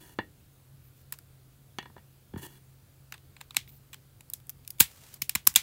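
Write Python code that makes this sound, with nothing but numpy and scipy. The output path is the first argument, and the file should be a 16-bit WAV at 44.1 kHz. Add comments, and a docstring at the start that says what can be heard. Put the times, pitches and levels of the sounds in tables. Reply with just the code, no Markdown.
"""Plastic building parts snapped together

Plastic beams and pins are handled close to a microphone over a wooden table: decaying modes driven by chatter.
Loose parts are tapped and slid on the wood; then a plate is pressed onto pins, which tick and snap home.
A small room answers with bursts of diffuse noise after clicks and sparse echoes of the tabletop sounds.
Beneath lie a low wavering hum of sines and a hiss of shaped noise."""
import sys
import numpy as np
from scipy import signal
from scipy.io import wavfile
from scipy.ndimage import uniform_filter1d

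SR = 44100
rng = np.random.default_rng(int(sys.argv[2]) if len(sys.argv) > 2 else 0)


def file_out(sig):
    """Save sig as 16-bit WAV at sys.argv[1]."""
    # one column per channel
    cols = np.atleast_2d(sig).T
    # limit, then scale
    lim = np.clip(cols, -1, 1)
    pcm = np.round(lim * 32767).astype(np.int16)
    wavfile.write(sys.argv[1], SR, pcm)


N = 247842

# Modes of a loose part lying on the wood. Each row: frequency in Hz, relative level in dB,
# t60 in ms (ring() raises any below 1 ms to 1 ms).
PART_MODES = [(364, 5, 9.7), (715, 0, 16.3), (850, 1, 24), (956, 2.5, 26.4), (1457, 1, 10.2),
              (1644, -0.5, 26), (1783, -4, 50), (1877, -9.5, 120), (2310, 3.5, 6.3), (2696, -7.5, 31),
              (2870, -0.5, 19), (3390, 0.5, 27), (4000, -12.5, 10), (4075, -8, 47), (4550, -4.5, 27),
              (4760, -12, 0.9), (6370, 8, 3), (8900, -32, 0.89), (13000, 4.5, 0.84)]
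# Modes of the wooden table top. Each row: frequency in Hz, relative level in dB, t60 in ms.
TABLE_MODES = [(59.6, -14, 164), (92.3, -3, 72), (135, -6, 93), (193.3, -0.5, 58), (258.4, 3, 28.3),
               (340, 8.5, 12.6)]


def amp(db):
    """Amplitude factor for a level in dB."""
    return 10 ** (np.asarray(db) / 20)


def evened(x):
    """Scale to an rms of 1."""
    return x / np.sqrt(np.mean(x ** 2) + 1e-20)


def peaked(x, db):
    """Scale so that the highest peak stands at this level."""
    return amp(db) * x / abs(x).max()


def read(points, hz):
    """Interpolate a curve of (Hz, value) points over log frequency."""
    point_hz, value = np.transpose(points)
    return np.interp(np.log(hz + 1), np.log(point_hz + 1), value)


def add(mix, start_s, sound):
    """Lay a sound into the mix, cut off at the end."""
    part = mix[round(start_s * SR):][:len(sound)]
    part += sound[:len(part)]


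def band(x, lo_hz, hi_hz):
    """Band-pass between two frequencies."""
    sos = signal.butter(2, [lo_hz, hi_hz], "bandpass", fs=SR, output="sos")
    return signal.sosfilt(sos, x)


def ring(modes, spread_db=0., detune=0., size=8192):
    """Impulse response of dying modes of alternate sign; the place of contact changes their shares a little."""
    hz, db, t60_ms = np.transpose(modes)[:, :, None]
    pitch_chance, level_chance = rng.standard_normal((2, len(modes), 1))
    t = np.arange(size) / SR
    turns = hz * (1 + detune * pitch_chance) * t
    decay = amp(db + spread_db * level_chance - 60 * 1000 * t / np.maximum(t60_ms, 1))
    sign = (-1) ** np.arange(len(modes))[:, None]
    return (sign * decay * np.sin(2 * np.pi * turns)).sum(0)


def chatter(hold_ms, t60_ms, rise_ms=0.52, uneven_db=3):
    """Uneven micro-impacts: they build up, hold while the parts jam, then die away."""
    ms = np.arange(8192) * 1000 / SR
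    grit = rng.standard_normal(len(ms)) * amp(uneven_db * rng.standard_normal(len(ms)))
    rise = np.minimum(ms / rise_ms, 1)
    fall = amp(-60 * np.maximum(ms - hold_ms, 0) / t60_ms)
    return grit * rise * fall


def click(level_db, bright_db, plate_db, t60_ms):
    """Each group of parts chatters and rings, the small ones more in a bright click; diffuse echoes follow."""
    # Heavily damped modes of the held assembly, one group each for plate, beams, pins and edges.
    # Each row of a group: frequency in Hz, relative level in dB, t60 in ms.
    assembly = [
        [(600, -14, 4), (1050, 0, 6), (1420, 0, 5), (1750, 0, 5)],
        [(2300, -1, 4), (2900, 0, 4), (3400, 1, 4), (4000, 0, 3)],
        [(4900, 0, 2.5), (5600, -1, 2), (6300, 0, 2), (7000, 1, 2), (8000, 0, 2)],
        [(9000, -3, 1.5), (9800, -1, 1.5), (10600, -2, 1.5), (12100, 0, 1.5), (13200, 0, 1.5), (14300, 0, 1.5),
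         (15400, 1, 1.5), (16400, 1, 1.5)],
    ]
    # What each group radiates and how the room returns it.
    # Each row: lowest frequency in Hz, highest in Hz, echo level in dB, echo t60 in ms.
    groups = [(700, 2460, -23.5, 167), (1757, 4840, -23, 164), (4540, 9200, -23.5, 132),
              (7960, 18680, -30, 148)]
    # How beams, pins and edges share a click.
    # Each row: level in dB, octaves above the middle of the click.
    shares = [(0.7, -0.98), (-1.5, 0.15), (2.2, 0.85)]

    jam_ms = 0.066 * t60_ms  # the parts stay jammed for this share of the chatter's t60
    levels = [level_db + plate_db]
    levels += [level_db + db + bright_db * octaves for db, octaves in shares]
    longer_db = 10 * np.log10(max(jam_ms, .3) + t60_ms / 14)  # longer chatter feeds the room more
    out = 0
    for modes, db, (lo_hz, hi_hz, echo_db, echo_ms) in zip(assembly, levels, groups):
        body = ring(modes, spread_db=2, detune=.03, size=1024)
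        body = band(band(body, lo_hz, hi_hz), lo_hz, hi_hz)  # small parts radiate no bass
        grit = chatter(jam_ms, t60_ms, rise_ms=0.3)
        direct = signal.fftconvolve(grit, body)[:len(grit)]
        echoes = chatter(jam_ms, echo_ms, rise_ms=3.8, uneven_db=1)
        echoes = band(band(echoes, lo_hz, hi_hz), lo_hz, hi_hz)
        out = out + peaked(direct, db) + peaked(echoes, db + echo_db + longer_db)
    return out


def thud(db):
    """The table top takes a soft push and booms."""
    boom = ring(TABLE_MODES, spread_db=1)
    push = 1 - np.exp(-np.arange(len(boom)) / SR / 0.002)  # eases in over 2 ms
    return peaked(band(boom * push, 45, 560), db)


def tap(part_db, hardness_hz, thud_db):
    """A blow, duller the softer the contact, and a rattle ring the part; the table top thuds below."""
    blow = amp(-20) * chatter(hold_ms=0, t60_ms=52.5)  # the rattle
    blow[0] = 3.75  # the blow itself
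    body = peaked(ring(PART_MODES, spread_db=1.5, detune=.01), 0)
    rung = signal.fftconvolve(blow, body)[:len(blow)]
    rung[:2] += amp(18.5) * np.array([1, -.5])  # the bare contact clacks before the part rings
    b, a = signal.butter(2, hardness_hz, fs=SR)
    soft = signal.lfilter(b, a, rung)
    return peaked(band(soft, 90, 18000), part_db) + thud(thud_db)


def slide(length_s, start_db, end_db):
    """Wood grain shakes the part and the table in uneven catches; skin hisses on top."""
    hiss_db, rumble_db = 2, -2.5  # skin hiss and table rumble, relative to the part
    size = round(length_s * SR)
    drag = amp(np.linspace(start_db, end_db, size)) * signal.windows.tukey(size, .15)
    grain, skin, catches = rng.standard_normal((3, size))
    catches = amp(4 * evened(uniform_filter1d(catches, size=120)))  # uneven by 4 dB rms
    shaken = grain * catches
    part = evened(signal.fftconvolve(shaken, ring(PART_MODES))[:size])
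    table = signal.fftconvolve(shaken, ring(TABLE_MODES))[:size]
    table = evened(band(table, 230, 360))
    hiss = evened(band(skin * np.sqrt(catches), 7100, .45 * SR))
    return drag * (part + amp(hiss_db) * hiss + amp(rumble_db) * table)


def rub(length_s, dull_db, fine_db):
    """Soft friction noise, patchy as skin sticks and lets go."""
    size = round(length_s * SR)
    dull, fine, grip = rng.standard_normal((3, size))
    grip = amp(2.2 * evened(uniform_filter1d(grip, 300)))  # patchy by 2.2 dB rms
    swell = signal.windows.tukey(size, .35)
    dull = amp(dull_db) * evened(band(dull, 310, 10700))
    fine = amp(fine_db) * evened(band(fine, 13000, 15000))
    return grip * swell * (dull + fine)


def room(x):
    """Sparse echoes of random sign, each band dying at its own speed."""
    # How fast the small room dies away. Each row: frequency in Hz, t60 in s.
    room_decay = [(300, 0.31), (1000, 0.1), (3000, 0.15), (8000, 0.062), (15000, 0.066)]
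    # How strongly it answers. Each row: frequency in Hz, echo energy in dB.
    room_colour = [(300, -11), (1000, -14.5), (3000, -3), (6000, -20), (10000, -33), (15000, -22.5)]

    spacing = 16  # samples, one echo in each stretch
    taps = np.zeros(SR // 2)
    at = np.arange(150, len(taps) - spacing, spacing)
    taps[at + rng.integers(0, spacing, len(at))] = rng.choice([-1., 1.], len(at))
    hz, t, z = signal.stft(taps, SR, nperseg=256)
    t60 = read(room_decay, hz)[:, None]
    fading_db = read(room_colour, hz)[:, None] - 60 * t / t60
    shaped = z * amp(fading_db) / np.sqrt(t60)  # a slower decay gains no energy
    echoes = signal.istft(shaped, SR, nperseg=256)[1]
    echoes = echoes / np.sqrt(SR / spacing / np.log(1e6))  # nor do denser echoes
    return signal.fftconvolve(x, echoes)[:N]


def air_and_hiss():
    """Steady noise of the air and the microphone's hiss, in faint drifting patches."""
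    # Spectrum of air and hiss. Each row: frequency in Hz, relative density in dB per Hz.
    floor = [(15, -55), (25, -24), (53, -6.5), (133, -5.5), (145, -4), (157, -15), (325, -19.5), (404, -21),
             (1010, -30), (1400, -29.5), (1880, -32.5), (4720, -33), (5400, -36), (10000, -33.5),
             (15900, -30.5)]
    frames, hz = N // 512 + 5, np.fft.rfftfreq(2048, 1 / SR)
    real, imag, patches = rng.standard_normal((3, len(hz), frames))
    patches = uniform_filter1d(uniform_filter1d(patches, 20, 0), 8, 1)
    gain = amp(read(floor, hz)[:, None] + evened(patches))  # patches of 1 dB rms
    air = signal.istft((real + 1j * imag) * gain, nperseg=2048, noverlap=1536)[1][:N]
    return amp(-59.5) * evened(air)


def hum():
    """Fuzzy machine hum: sines whose pitch wanders and whose level swells at random."""
    # Each row: centre frequency in Hz, width in Hz (twice the rms wander), level in dB rms before swelling.
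    hum_tones = [(133.6, 5.23, -61.5), (89, 9.55, -71)]
    out = np.zeros(N)
    for centre_hz, width_hz, db in hum_tones:
        wander, swell = (evened(signal.resample(v, N)) for v in rng.standard_normal((2, 60)))
        turns = np.cumsum(centre_hz + width_hz / 2 * wander) / SR
        out += amp(db + 2 * swell) * np.sqrt(2) * np.sin(2 * np.pi * turns)
    return out


def scene():
    """Handling close to the microphone, taps and slides with the room around them, and the background."""
    # Clicks of the held assembly. Each row: start in seconds, strength in dB,
    # brightness in dB per octave, the plate's part in dB, chatter t60 in ms.
    clicks = [(1.123, -29, 10, -7.5, 19), (1.1366, -46.5, -2, -2, 24), (1.1874, -42, 10, -8, 8.5),
              (3.1223, -34, -2, -1.5, 17), (3.1395, -41.5, -3, 0.5, 33), (3.1785, -51.5, -0.5, -14, 7.4),
              (3.3655, -49.5, -9, 1.5, 15), (3.4063, -48.5, -1, 0, 13), (3.411, -35, -2.5, -2.5, 16),
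              (3.507, -39.5, -5.5, -6, 14.4), (3.545, -41.5, -1, -2, 19), (3.5623, -43.5, -6, 1, 16),
              (3.5665, -11, -2.2, -14, 11), (3.6757, -51, -4, -19, 12), (3.691, -50, -1.2, -19, 12),
              (3.723, -62, 9, -17, 11), (3.93, -40.5, -1, -8, 40), (3.9329, -46.5, -3, -0.5, 22),
              (3.9423, -38.5, -0.5, -6.5, 12.5), (4.207, -43.5, 0.5, -9, 10.6), (4.2997, -42, 15, -15, 9.1),
              (4.3351, -26, 9.5, -24.5, 15), (4.3387, -39, 5, -19, 8.6), (4.4005, -55, 2, -9, 12),
              (4.469, -54, 11, -15, 6.4), (4.4943, -33, 9.5, -18.5, 4.8), (4.4986, -41, 12, -15, 17),
              (4.6486, -51, 3.5, -21, 9.9), (4.6764, -33.5, 8, -20, 10), (4.7039, -33.5, 12, -31, 13.4),
              (4.784, -49.5, 2, -11, 20), (4.7948, -38, 11, -11, 17), (4.7999, -18, 7, -10, 8.6),
              (4.8026, -7.5, 3.5, -22, 18), (4.8062, -1.5, 6.5, -14.5, 11.4), (4.8117, -19.5, 2.5, -13, 76),
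              (5.14, -39.5, 11.5, -17, 20), (5.2176, -28.5, 1, -12, 4.4), (5.2196, -16.5, 7.5, -25.5, 14.2),
              (5.2936, -19, 4.5, -14, 12.4), (5.351, -16.5, 2, -12.5, 16), (5.3552, -18, 2, -8.5, 12),
              (5.4525, -55, 9, -13, 9.9), (5.469, -15.5, 3, -10.5, 9.5), (5.4722, -7, 10, -12, 10.2),
              (5.54, -40, 5, -10, 9), (5.5508, -34, 0, -14, 25), (5.5588, -1.3, 3.5, -16.5, 21.4)]
    # Jolts that the hardest snaps pass through the hands into the table.
    # Each row: start in seconds, peak level in dB.
    jolts = [(1.122, -52.5), (3.123, -57), (3.57, -45), (4.803, -26), (5.219, -43), (5.352, -35),
             (5.473, -38.5), (5.563, -41.5)]
    # Fingers creeping over plastic, each a soft swell. Each row: start in seconds, length in seconds,
    # dull rub in dB rms, fine rub in dB rms, both before the patchy grip and the swell.
    rubs = [(0.832, 0.061, -84, -66), (0.946, 0.09, -72, -69), (3.677, 0.034, -69, -57),
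            (3.71, 0.078, -71, -60.5), (4.862, 0.17, -60.5, -67), (4.992, 0.2, -58.5, -66)]
    # Loose parts knocked on the table. Each row: start in seconds, the part's peak in dB,
    # hardness as a low-pass corner in Hz, the thud's peak in dB.
    knocks = [(0.1878, -18, 1770, -39), (1.7857, -22, 9100, -75), (1.828, -39.5, 3970, -56),
              (1.857, -38.5, 2210, -60), (1.899, -50, 900, -53), (1.9646, -39.5, 1010, -64),
              (1.98, -45, 2000, -54), (2.337, -38.5, 1300, -32), (2.36, -38.5, 1300, -29.5),
              (2.383, -45, 3500, -48.5)]
    # Parts dragged over the wood. Each row: start in seconds, length in seconds,
    # the part's level in dB at the start, at the end in dB, before the fades.
    slides = [(0.0, 0.15, -59, -64.5), (2.373, 0.048, -56, -59.5), (2.416, 0.056, -51, -48.5),
              (2.462, 0.129, -62.5, -66.5)]

    hands, table = np.zeros((2, N))
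    for start_s, *row in clicks:
        add(hands, start_s, click(*row))
    for start_s, db in jolts:
        add(hands, start_s, thud(db))
    for start_s, *row in rubs:
        add(hands, start_s, rub(*row))
    for start_s, *row in knocks:
        add(table, start_s, tap(*row))
    for start_s, *row in slides:
        add(table, start_s, slide(*row))
    return (hands + table + room(table) + air_and_hiss() + hum())[None]


def record(dry):
    """Peaks are clipped at full scale; the top treble drops a step before the band limit."""
    edge_hz = 16400  # band limit
    hz = [0, 15700, 15900, edge_hz, edge_hz + 150, SR / 2]
    gain = [1, 1, .1, .08, 0, 0]
    taps = signal.firwin2(1023, hz, gain, window=("kaiser", 8), fs=SR)
    limited = signal.oaconvolve(np.clip(dry, -1, 1), taps[None], "same")
    return np.clip(limited, -1, 1)


dry = scene()
out = record(dry)
file_out(out)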